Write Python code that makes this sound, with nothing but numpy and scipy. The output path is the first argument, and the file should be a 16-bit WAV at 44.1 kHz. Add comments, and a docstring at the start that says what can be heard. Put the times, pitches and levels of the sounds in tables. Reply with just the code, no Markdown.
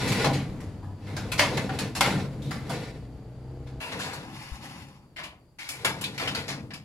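"""Steel drawers and rails slide and knock in a sheet-steel cabinet in a yard: ball races hiss and rattle
as modulated noise, panels boom as resonance-filtered noise, blows clang as decaying noise with ringing modes.
Behind them a low hum wavers, a far-off single-cylinder motorbike speeds up as a sum of harmonics, insects sing
as narrow-band noise. At 3.8 s the scene cuts: cabinet further left, motorbike gone, thinner air."""
import sys
import numpy as np
from scipy import signal
from scipy.fft import rfft, irfft, next_fast_len
from scipy.io import wavfile
from scipy.ndimage import uniform_filter1d, map_coordinates

SR = 44100
rng = np.random.default_rng(int(sys.argv[2]) if len(sys.argv) > 2 else 0)


def int16_out(signal):
    """Quantize to a 16-bit WAV file."""
    q = np.round(np.clip(np.atleast_2d(signal).T, -1, 1) * 32767)
    wavfile.write(sys.argv[1], SR, q.astype(np.int16))


N = 301644
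CUT_S = 3.8  # the scene cuts
THIN_DB = -3.5  # knocks carry less bass after the cut

# Blows on the steel. Each row: time in seconds, level in dB, body then edge against the clang in dB,
# nominal t60 in seconds, rise in seconds, ring of the struck part in Hz.
BLOWS = [(0.076, -32, -8, 6, 0.56, 0.0045, 2220), (0.119, -29.5, -9.5, -2.5, 0.25, 0.0026, 2280),
         (.243, -19, 5, -4, 0.21, 0.0044, 600), (0.3297, -31.5, -8, -2, 0.38, 0.0058, 1970),
         (0.604, -48.5, 7, 6.5, 0.42, 0.0012, 1980), (0.828, -48.5, 17, 3, 0.42, 0.0039, 1650),
         (1.0686, -46.5, 6, -3, 1, 0.006, 2060), (1.1652, -35, 1.5, 2, 0.34, 0.0012, 1560),
         (1.318, -26.5, -1, 3, 0.22, 0.0015, 2580), (1.379, -27, -10, 0.5, 0.54, 0.007, 2050),
         (1.3931, -16.5, -4.5, -6, 0.29, 0.00064, 1872), (1.572, -25, -1.5, -4.5, 0.17, 0.0023, 2090),
         (1.6923, -33.5, 5, -10, 0.25, 0.002, 1600), (1.788, -29, -6.5, 1.5, 0.27, 0.0023, 1610),
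         (1.951, -23, -1, 6, 0.19, 0.018, 2560), (2.0083, -19.5, -1, -1, 0.39, 0.0003, 2150),
         (2.419, -49, -13, 2.5, 1, 0.0023, 3620), (2.508, -34.5, -1, -1, 0.39, 0.0015, 2020),
         (2.695, -32, 6.5, 4, 0.26, 0.003, 694), (3.669, -52.5, -4, -2, 0.35, 0.0025, 1565),
         (3.8025, -34, 0, -3, 0.9, 0.0064, 2600), (3.918, -30.5, -5, -5.5, 0.16, 0.0052, 2030),
         (3.9911, -28, -2.5, -0.5, 0.56, 0.025, 1640), (4.1296, -38, 0.5, 10, 0.28, 0.0042, 1920),
         (4.642, -51, -4, 8, 0.38, 0.003, 2700), (5.162, -36, -7, -10.5, 0.36, 0.0069, 2000),
         (5.186, -36.5, -3, -11, 0.28, 0.0044, 1130), (5.236, -36.5, -14.5, -6.5, 0.25, 0.0019, 2890),
         (5.586, -38.5, -9.5, -2.5, 0.9, 0.0057, 2130), (5.689, -34, -6, 9.5, 0.37, 0.0011, 2300),
         (5.8472, -22, -1.5, 2, 0.28, 0.001, 2190), (6.011, -34.5, -3.5, 8, 0.26, 0.0021, 2960),
         (6.0394, -28, -52, -7.5, 0.21, 0.0012, 3930), (6.178, -31.5, -7.5, -0.5, 0.28, 0.0027, 2220),
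         (6.196, -27.5, 0, -5.5, 0.42, 0.0072, 2170), (6.275, -27, -7, -6.5, 0.22, 0.0023, 2940),
         (6.348, -28.5, -6.5, -3, 0.3, 0.0019, 4470), (6.48, -25.5, -0.5, 0.5, 0.26, 0.019, 2120),
         (6.705, -41, -5.5, -12, 0.24, 0.0027, 1750), (6.735, -38, -13, -1, 0.23, 0.0025, 5060)]
# Clearest modes of the sheet. Each row: frequency in Hz, width in Hz, nominal level above the rest in dB.
SHEET_MODES = [(531, 14, 2.5), (597, 9.7, 2.5), (659, 5.6, 5.5), (767, 34, 4), (851, 9.2, 5),
               (1000, 83, 3.5), (1370, 18, -2.5), (1730, 67, -2.5), (2164, 22, 0.5), (2326, 19, 1),
               (3100, 61, -2.5), (3476, 40, 3), (4820, 1960, 7)]
# Damping rises with pitch. Each row: frequency in Hz, share of the blow's t60.
DAMPING = [(300, 2.74), (1500, 1.14), (12000, 0.82)]
# Low modes of the cabinet panels. Each row: frequency in Hz, width in Hz, relative level in dB.
PANEL_MODES = [(59.5, 22, -3.5), (94.6, 26.5, 1.5), (135.8, 24.8, 6.5), (161.2, 15, 2.5), (190.8, 23, 1.5),
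               (264.6, 47, -1), (304.6, 40.4, -1.5)]


def amp(db):
    """Decibel law: level in dB to amplitude ratio."""
    return 10 ** (np.asarray(db) / 20)


def unit(x):
    """Normalisation by mean power: scaled to rms 1."""
    return x / np.sqrt(np.mean(x ** 2) + 1e-20)


def along(points, hz):
    """Piecewise-linear interpolation of (Hz, value) points on a logarithmic frequency axis."""
    f, v = np.transpose(points)
    return np.interp(np.log(hz + 1), np.log(f + 1), v)


def curves(rows):
    """Linear interpolation in time: one value per sample for each column after the time."""
    s, *cols = np.transpose(rows)
    return [np.interp(np.arange(N) / SR, s, c) for c in cols]


def wobble(rate):
    """Band-limited fluctuation: a spline through random knots, rate knots a second."""
    return map_coordinates(rng.standard_normal(int(N * rate / SR) + 4), [np.arange(N) * rate / SR])


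def smoothed(x, bands, frames):
    """Local averaging of a time-frequency field over neighbouring bands, then frames."""
    return uniform_filter1d(uniform_filter1d(x, size=bands, axis=0), size=frames, axis=1)


def filtered(x, response):
    """Linear filtering: the spectrum of x times a complex response of frequency."""
    m = next_fast_len(x.shape[-1] + 8192)
    return irfft(rfft(x, m) * response(np.fft.rfftfreq(m, 1 / SR)), m)[..., :x.shape[-1]]


def resonances(modes):
    """Modal superposition: causal second-order resonances of alternating sign."""
    return lambda f: sum((-1) ** k * amp(db) * 1j * f * w / (c * c - f * f + 1j * f * w)
                         for k, (c, w, db) in enumerate(modes))


def pair(size, colour):
    """Spatial coherence: mid and side noise share power by the left-right likeness; stereo rms is 1."""
    # Each row: frequency in Hz, left-right likeness as a correlation.
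    likeness = [(30, .75), (70, .95), (180, .99), (350, .96), (700, .86), (1400, .72), (2800, .45),
                (6000, .3), (15000, .35)]

    def mid_side(hz):
        turn = np.arccos(np.clip(along(likeness, hz), 0, 1)) / 2
        return colour(hz) * [np.cos(turn), np.sin(turn)]

    mid, side = filtered(rng.standard_normal((2, size)), mid_side)
    return unit(np.array([mid + side, mid - side]))


def steel(spectrum, dense_db, modes=SHEET_MODES):
    """Modal density: a broad spectrum carries a thicket of small modes and a few clear resonant peaks."""
    thicket = rng.standard_normal(400)
    shaken_db = 3 * rng.standard_normal(len(modes))  # each contact wakes the modes unequally

    def colour(hz):
        peaks = 1 + sum(amp(2 * (db + more)) / (1 + (2 * (hz - c) / w) ** 2)
                        for (c, w, db), more in zip(modes, shaken_db))
        small_db = dense_db * np.interp(hz / 45, np.arange(400), thicket)
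        return amp(along(spectrum, hz) + small_db) * np.sqrt(peaks)

    return colour


def sliding():
    """Rolling contact: balls judder along the races; the same judder drums the steel, and panels boom."""
    # Scrape in the drawer races. Each row: frequency in Hz, relative density in dB per Hz.
    drawer_scrape = [(530, -24), (900, 1), (1280, -5), (2220, 1.5), (2690, -3.5), (5680, -14.5),
                     (10600, -18.5), (16000, -31.5)]
    # Scrape of the bare rail run out. Each row: frequency in Hz, relative density in dB per Hz.
    rail_scrape = [(710, -32), (1200, -7.5), (2620, -5), (5130, -6), (7500, -19), (10800, -17.5),
                   (16000, -29.5)]
    # Drumming of the drawer. Each row: frequency in Hz, relative density in dB per Hz.
    drawer_drum = [(180, -42.5), (300, 6.5), (521, -1), (1300, -18), (1690, -22.5), (2860, -120)]
    # Drumming of the bare rail. 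Each row: frequency in Hz, relative density in dB per Hz.
    rail_drum = [(180, -34), (300, -16), (791, -4), (1300, -7.5), (1690, -30), (2860, -120)]
    # Modes of the bare rail. Each row: frequency in Hz, width in Hz, nominal level above the rest in dB.
    rail_modes = [(527, 38, 8), (806, 66, 12), (980, 200, 5.5), (1725, 150, 2), (2150, 320, 6.5),
                  (2690, 170, 7)]
    # Bare rail run: start of its fade-in and start of its fade-out, in seconds.
    rail_from, rail_to = (4.2, 5.1)
    scrape_db, boom_db, drum_db = motion()
    bare = np.interp(np.arange(N) / SR, [rail_from, rail_from + 0.08, rail_to, rail_to + 0.08],
                     [0, np.pi / 2, np.pi / 2, 0])

    def either(drawer, rail):  # equal-power crossfade
        drawer_noise = np.cos(bare) * pair(N, steel(drawer, dense_db=4.0))
        return drawer_noise + np.sin(bare) * pair(N, steel(rail, dense_db=3.5, modes=rail_modes))

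    judder = wobble(30)
    scrape_gain = amp(scrape_db + 2.16 * judder + 0.3 * wobble(220)) * rattles()
    scrape = scrape_gain * patchy(either(drawer_scrape, rail_scrape), depth_db=1.0)
    drum = amp(drum_db + 2.2 * judder + 2.13 * wobble(70)) * either(drawer_drum, rail_drum)
    panels = resonances(PANEL_MODES)
    # thin sheet sends out no deep bass
    boom_noise = pair(N, lambda hz: panels(hz) / (1 + (55 / (hz + 1)) ** 4))
    boom = amp(boom_db + 1.9 * wobble(11)) * boom_noise
    return scrape + drum + boom


STEP = 64  # samples between points of the slow levels


def swelling(s, rise, hold, t60):
    """Reverberant energy balance: power rises, holds until hold seconds after s, then decays exponentially."""
    t = np.arange(0, N + STEP, STEP) / SR - s
    return np.clip(t / rise, 0, 1) ** 2 * amp(-120 * np.clip(t - hold, 0, None) / t60)


def motion():
    """Incoherent power addition: strokes drive scrape, boom and drumming levels; knocks add to the boom."""
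    # Runs of a drawer or rail. Each row: start in seconds, length in seconds,
    # scrape of the rails in dB, rumble of the panels in dB.
    strokes = [(-0.13, 0.17, -33.5, -29.5), (0.0, 0.15, -33, -30.5), (0.119, 0.14, -33.5, -34),
               (0.96, 0.53, -52.5, -40.5), (1.392, 0.25, -43.5, -31.5), (1.618, 0.23, -45, -36.5),
               (1.996, 0.12, -35.5, -30), (2.36, 0.38, -61.5, -37), (2.643, 0.12, -37.5, -38.5),
               (3.808, 0.38, -46.5, -42.5), (4.219, 0.26, -47, -51.5), (4.477, 0.19, -48.5, -48.5),
               (4.581, 0.26, -50.5, -47.5), (5.718, 0.43, -47, -45.5), (6.159, 0.24, -41, -41),
               (6.476, 0.12, -79, -42)]
    speed_up_s, scrape_t60_s, panel_t60_s = 0.12, 0.58, 1.34
    knock_boom_db, knock_swell_s = -17, 0.02  # boom after a knock, against its body level
    drum_share, drum_offset_db = 0.4, -3.5  # drumming lies between scrape and boom
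    scrape = sum(amp(2 * db) * swelling(s, speed_up_s, length, scrape_t60_s) for s, length, db, _ in strokes)
    boom = sum(amp(2 * db) * swelling(s, speed_up_s, length, panel_t60_s) for s, length, _, db in strokes)
    for s, db, body_db, *_ in BLOWS:
        level_db = db + body_db + knock_boom_db + THIN_DB * (s > CUT_S)
        boom = boom + amp(2 * level_db) * swelling(s, knock_swell_s, knock_swell_s, panel_t60_s)
    slow_db = 10 * np.log10(np.array([scrape, boom]) + 1e-10)
    scrape_db, boom_db = np.repeat(slow_db, STEP, axis=1)[:, :N]
    return scrape_db, boom_db, drum_offset_db + drum_share * scrape_db + (1 - drum_share) * boom_db


def rattles():
    """Poisson impacts: loose balls clatter in the races, so the gain jumps at random and falls back."""
    per_second, decay_s, depth_db = 65, 0.0036, -13.5
    hits = (rng.random(N) < per_second / SR) * rng.exponential(size=N)
    return unit(1 + amp(depth_db) * signal.lfilter([1], [1, -np.exp(-1 / (decay_s * SR))], hits))


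def patchy(x, depth_db):
    """Time-frequency modulation: patches of random gain drift in pitch and time."""
    z = signal.stft(x, nperseg=256)[2]
    field = smoothed(rng.standard_normal(z.shape[1:]), bands=5, frames=10)
    return unit(signal.istft(z * amp(depth_db * unit(field)), nperseg=256)[1][:, :N])


def knocks():
    """Impact excitation: each blow fills the dense modes with a noisy clang that loses its treble first."""
    # Struck sheet. Each row: frequency in Hz, relative density in dB per Hz.
    clang_spectrum = [(180, -47.5), (270, -4), (398, -12), (774, -6.5), (1480, -6.5), (2280, -7),
                      (6500, -19), (10700, -21.5), (16000, -30)]
    ring_db, soft_s = -6, 0.0048  # clear modes; blows slower than soft_s hardly wake them
    size = SR // 2
    out, t = np.zeros((2, N + size)), np.arange(size) / SR
    for s, db, body_db, edge_db, t60, rise, part_hz in BLOWS:
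        sheet = steel(clang_spectrum, dense_db=3.5)
        lean = [(350, body_db + THIN_DB * (s > CUT_S)), (800, body_db), (2500, 0.0036), (8000, edge_db)]
        # the part that was hit rings most, a heavy blow shakes all alike
        part_gain = np.clip((-13.0 - db) / 14, 0.2, 1.1)

        def colour(f):
            struck = 1 + part_gain * np.exp(-(np.log(f / part_hz + 1e-9) / 0.1) ** 2)
            return sheet(f) * amp(along(lean, f)) * struck

        hz, frame, z = signal.stft(pair(size, colour), SR, nperseg=128)
        slope = frame / (max(t60, 0.03) * along(DAMPING, hz)[:, None])
        # bands flare up and fade
        uneven = unit(smoothed(rng.standard_normal(z.shape[1:]), bands=2, frames=24))
        # the quicker the rise, the stronger the fast first drop
        punch = 0.66 * np.exp(-rise / 0.0019) * amp(-60 * frame / 0.049)
        z = z * amp(1.3 * uneven) * (amp(-60 * slope) + punch)
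        clang = signal.istft(z, SR, nperseg=128)[1][:, :size]
        tones = ringing(lambda f: along(clang_spectrum, f) + along(lean, f), part_hz, t60, t[:size // 2])
        clang[:, :size // 2] += amp(ring_db) * np.exp(-rise / soft_s) * tones
        chatter = uniform_filter1d(uniform_filter1d(rng.standard_normal(size), size=160), size=80)
        rattle = amp(0.75 * unit(chatter))  # loose parts chatter
        crack = 0.39 * np.exp(-t / 0.0003) * (rise < 0.0026)  # hard blows only
        swell = 1 - 0.76 * np.exp(-t / max(rise, 0.0003)) + crack
        out[:, round(s * SR):][:, :size] += amp(db) * swell * rattle * clang
    return out[:, :N]


def ringing(colour_db, part_hz, t60, t):
    """Free vibration: the clearest modes and the struck part start together and decay as clean tones."""
    part_db, life = 8, 0.69  # struck part above the rest; share of the clang's t60
    hz, _, mode_db = np.transpose(SHEET_MODES + [(part_hz, 0, part_db)])[:, :, None]
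    chance = rng.standard_normal((4, len(hz), 1))
    hz = hz * (1 + 0.03 * chance[0])
    gain = amp(colour_db(hz) + mode_db + 5.4 * chance[1])
    decay = amp(-60 * t / (life * np.clip(t60, 0.03, 0.35) * along(DAMPING, hz)))
    tones = gain / np.linalg.norm(gain) * decay * np.sin(2 * np.pi * hz * t)
    return (amp(hz / 700 * chance[2:]) * tones).sum(axis=1)  # high modes beam unevenly to the ports


def toll():
    """Modal decay: every knock leaves the panel modes ringing, each at its own random strength."""
    level_db, swell_s, t60_s = -18.5, 0.011, 0.97  # level against the knock's body
    out, t = np.zeros(N + SR), np.arange(SR * 3 // 4) / SR
    hz, _, mode_db = np.transpose(PANEL_MODES)[:, :, None]
    envelope = amp(mode_db - 60 * t / t60_s) * (1 - np.exp(-t / swell_s))
    ring = envelope / (1 + (90 / hz) ** 4) * np.sin(2 * np.pi * hz * t)  # deep bass radiates weakly
    chances = rng.standard_normal((len(BLOWS), len(PANEL_MODES)))
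    for (s, db, body_db, *_), chance in zip(BLOWS, chances):
        gain = amp(db + body_db + level_db + THIN_DB * (s > CUT_S))
        out[round(s * SR):][:len(t)] += gain * amp(3.35 * chance) @ ring
    return out[:N]


def bump():
    """Damped oscillation: one dull push on the microphone's stand, stronger on the left."""
    t = np.arange(N) / SR - 4.519
    return amp([[-25], [-31]]) * (t > 0) * -np.sin(2 * np.pi * 62 * t) * np.exp(-abs(t) / 0.017)


def motorbike():
    """Harmonic series: a rising firing rate drives the exhaust orders, which stop at once at the cut."""
    # Each row: time in seconds, nominal firings a second, level in dB.
    engine = [(2.7, 27, -36), (3.0, 30.1, -41.5), (3.25, 30.7, -45), (3.45, 31.8, -42.5),
              (3.55, 32.4, -40.5), (3.8, 32.2, -40)]
    # Low orders. Each row: multiple of the firing rate, relative level in dB.
    exhaust = [(2, 0.5), (3, -10), (4, 5.5), (6, -13), (7, -14), (8, -16), (9, -8), (11, -10.5), (12, -22),
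               (14, -12), (15, -11.5), (20, -18), (25, -24)]
    firing_s = 3.729  # one firing falls here
    waver_db, waver_rad, wavers_per_s = 0.2, 0.022, 18  # far-off orders waver, more with each order up
    rate, db = curves(engine)
    turn = np.cumsum(rate * (1 + 0.0013 * wobble(26))) / SR
    turn = turn - turn[round(firing_s * SR)]
    orders = exhaust + [(order, -25) for order in range(16, 30)]  # the sharp puff, relative dB
    t = np.arange(N) / SR

    def waver():
        return np.interp(t * wavers_per_s, np.arange(100), rng.standard_normal(100))

    tone = np.zeros(N)
    for order, level in orders:
        gain = amp(level + waver_db * order * waver())
        flip = np.pi * (order < 3.5)  # the lowest orders swing against the sharp puff
        tone += gain * np.cos(order * (2 * np.pi * turn + waver_rad * waver()) + flip)
    heard = np.clip((t - 2.6) / 0.63, 0, 1) * np.clip((CUT_S - t) / 0.0013, 0, 1)
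    return amp(db + 0.6 * wobble(20)) * heard * unit(tone)


def hum():
    """Frequency and amplitude modulation: a low hum wavers for about a second."""
    # Each row: time in seconds, frequency in Hz, rms level in dB before the wavering.
    glide = [(0.55, 103.8, -55), (0.642, 99.7, -51), (0.648, 93.1, -47.5), (1.344, 102.8, -41),
             (1.4, 107, -43.5)]
    hz, db = curves(glide)
    t = np.arange(N) / SR
    heard = np.clip((t - 0.45) / 0.055, 0, 1) * np.clip((1.45 - t) / 0.09, 0, 1)
    return np.sqrt(2) * amp(db + 5.1 * wobble(25)) * heard * np.sin(2 * np.pi * np.cumsum(hz) / SR)


def yard():
    """Stationary noise: still air, fuller before the cut, a wavering insect band and microphone hiss."""
    # Yard air. Each row: frequency in Hz, relative density in dB per Hz.
    air_spectrum = [(15, -26), (30, -4), (60, -1), (130, -2.5), (250, -10), (607, -18), (1300, -28.5),
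                    (3720, -38), (5880, -43.5), (16000, -59.5)]
    # Insect band: centre in Hz, width in Hz, mean level in dB before the cut, then after it.
    hz, width, near_db, far_db = (4624, 331.5, -71.5, -76)
    before = np.arange(N) < CUT_S * SR
    air_gain = amp(-57.0 + 11.9 * before + 2.1 * wobble(4.05))
    air = air_gain * pair(N, lambda f: amp(along(air_spectrum, f)))
    song_gain = amp(np.where(before, near_db, far_db) + 1.4 * wobble(1.89) + 1.4 * wobble(38))
    song = song_gain * pair(N, lambda f: np.exp(-((f - hz) / width) ** 2))
    return air + song + amp(-77.5) * rng.standard_normal((2, N))


def scene():
    """Interaural cues: after the cut the cabinet stands further left, earlier and louder there."""
    # Each row: frequency in Hz, left over right in dB.
    to_left = [(300, 0.9), (3000, 1.5), (10000, 2.5), (14000, 3.5)]
    lead_s = 0.00014  # left port hears first
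    cabinet = sliding() + knocks() + toll()
    side = np.array([[1], [-1]])

    def lean_left(hz):  # half the lead and level on each side
        return amp(along(to_left, hz) * side / 2) * np.exp(1j * np.pi * hz * lead_s * side)

    led = filtered(cabinet, lean_left)
    placed = np.where(np.arange(N) < CUT_S * SR, cabinet, led)
    return placed + bump() + motorbike() + hum() + yard()


def record(dry):
    """Transducer response: ports of unequal colour, each with a treble resonance, below a band limit."""
    # Each row: frequency in Hz, left gain in dB, right gain in dB.
    port_gains = [(30, 2.5, -1), (150, 1.55, 0.76), (1500, 0.8, -0.8), (6100, 0, 0), (7000, 1.5, 6.5),
                  (8700, 2, 0), (10340, 8, -5.5), (11280, 7, -5.5), (12500, 1.5, 0), (15000, -4, -4.5)]
    top_hz = 15900
    hz_at, *ports_db = np.transpose(port_gains)

    def response(hz):
        gains_db = [along(np.transpose([hz_at, db]), hz) for db in ports_db]
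        return amp(gains_db) * (hz < top_hz)

    return filtered(dry, response)


dry = scene()
out = record(dry)
int16_out(out)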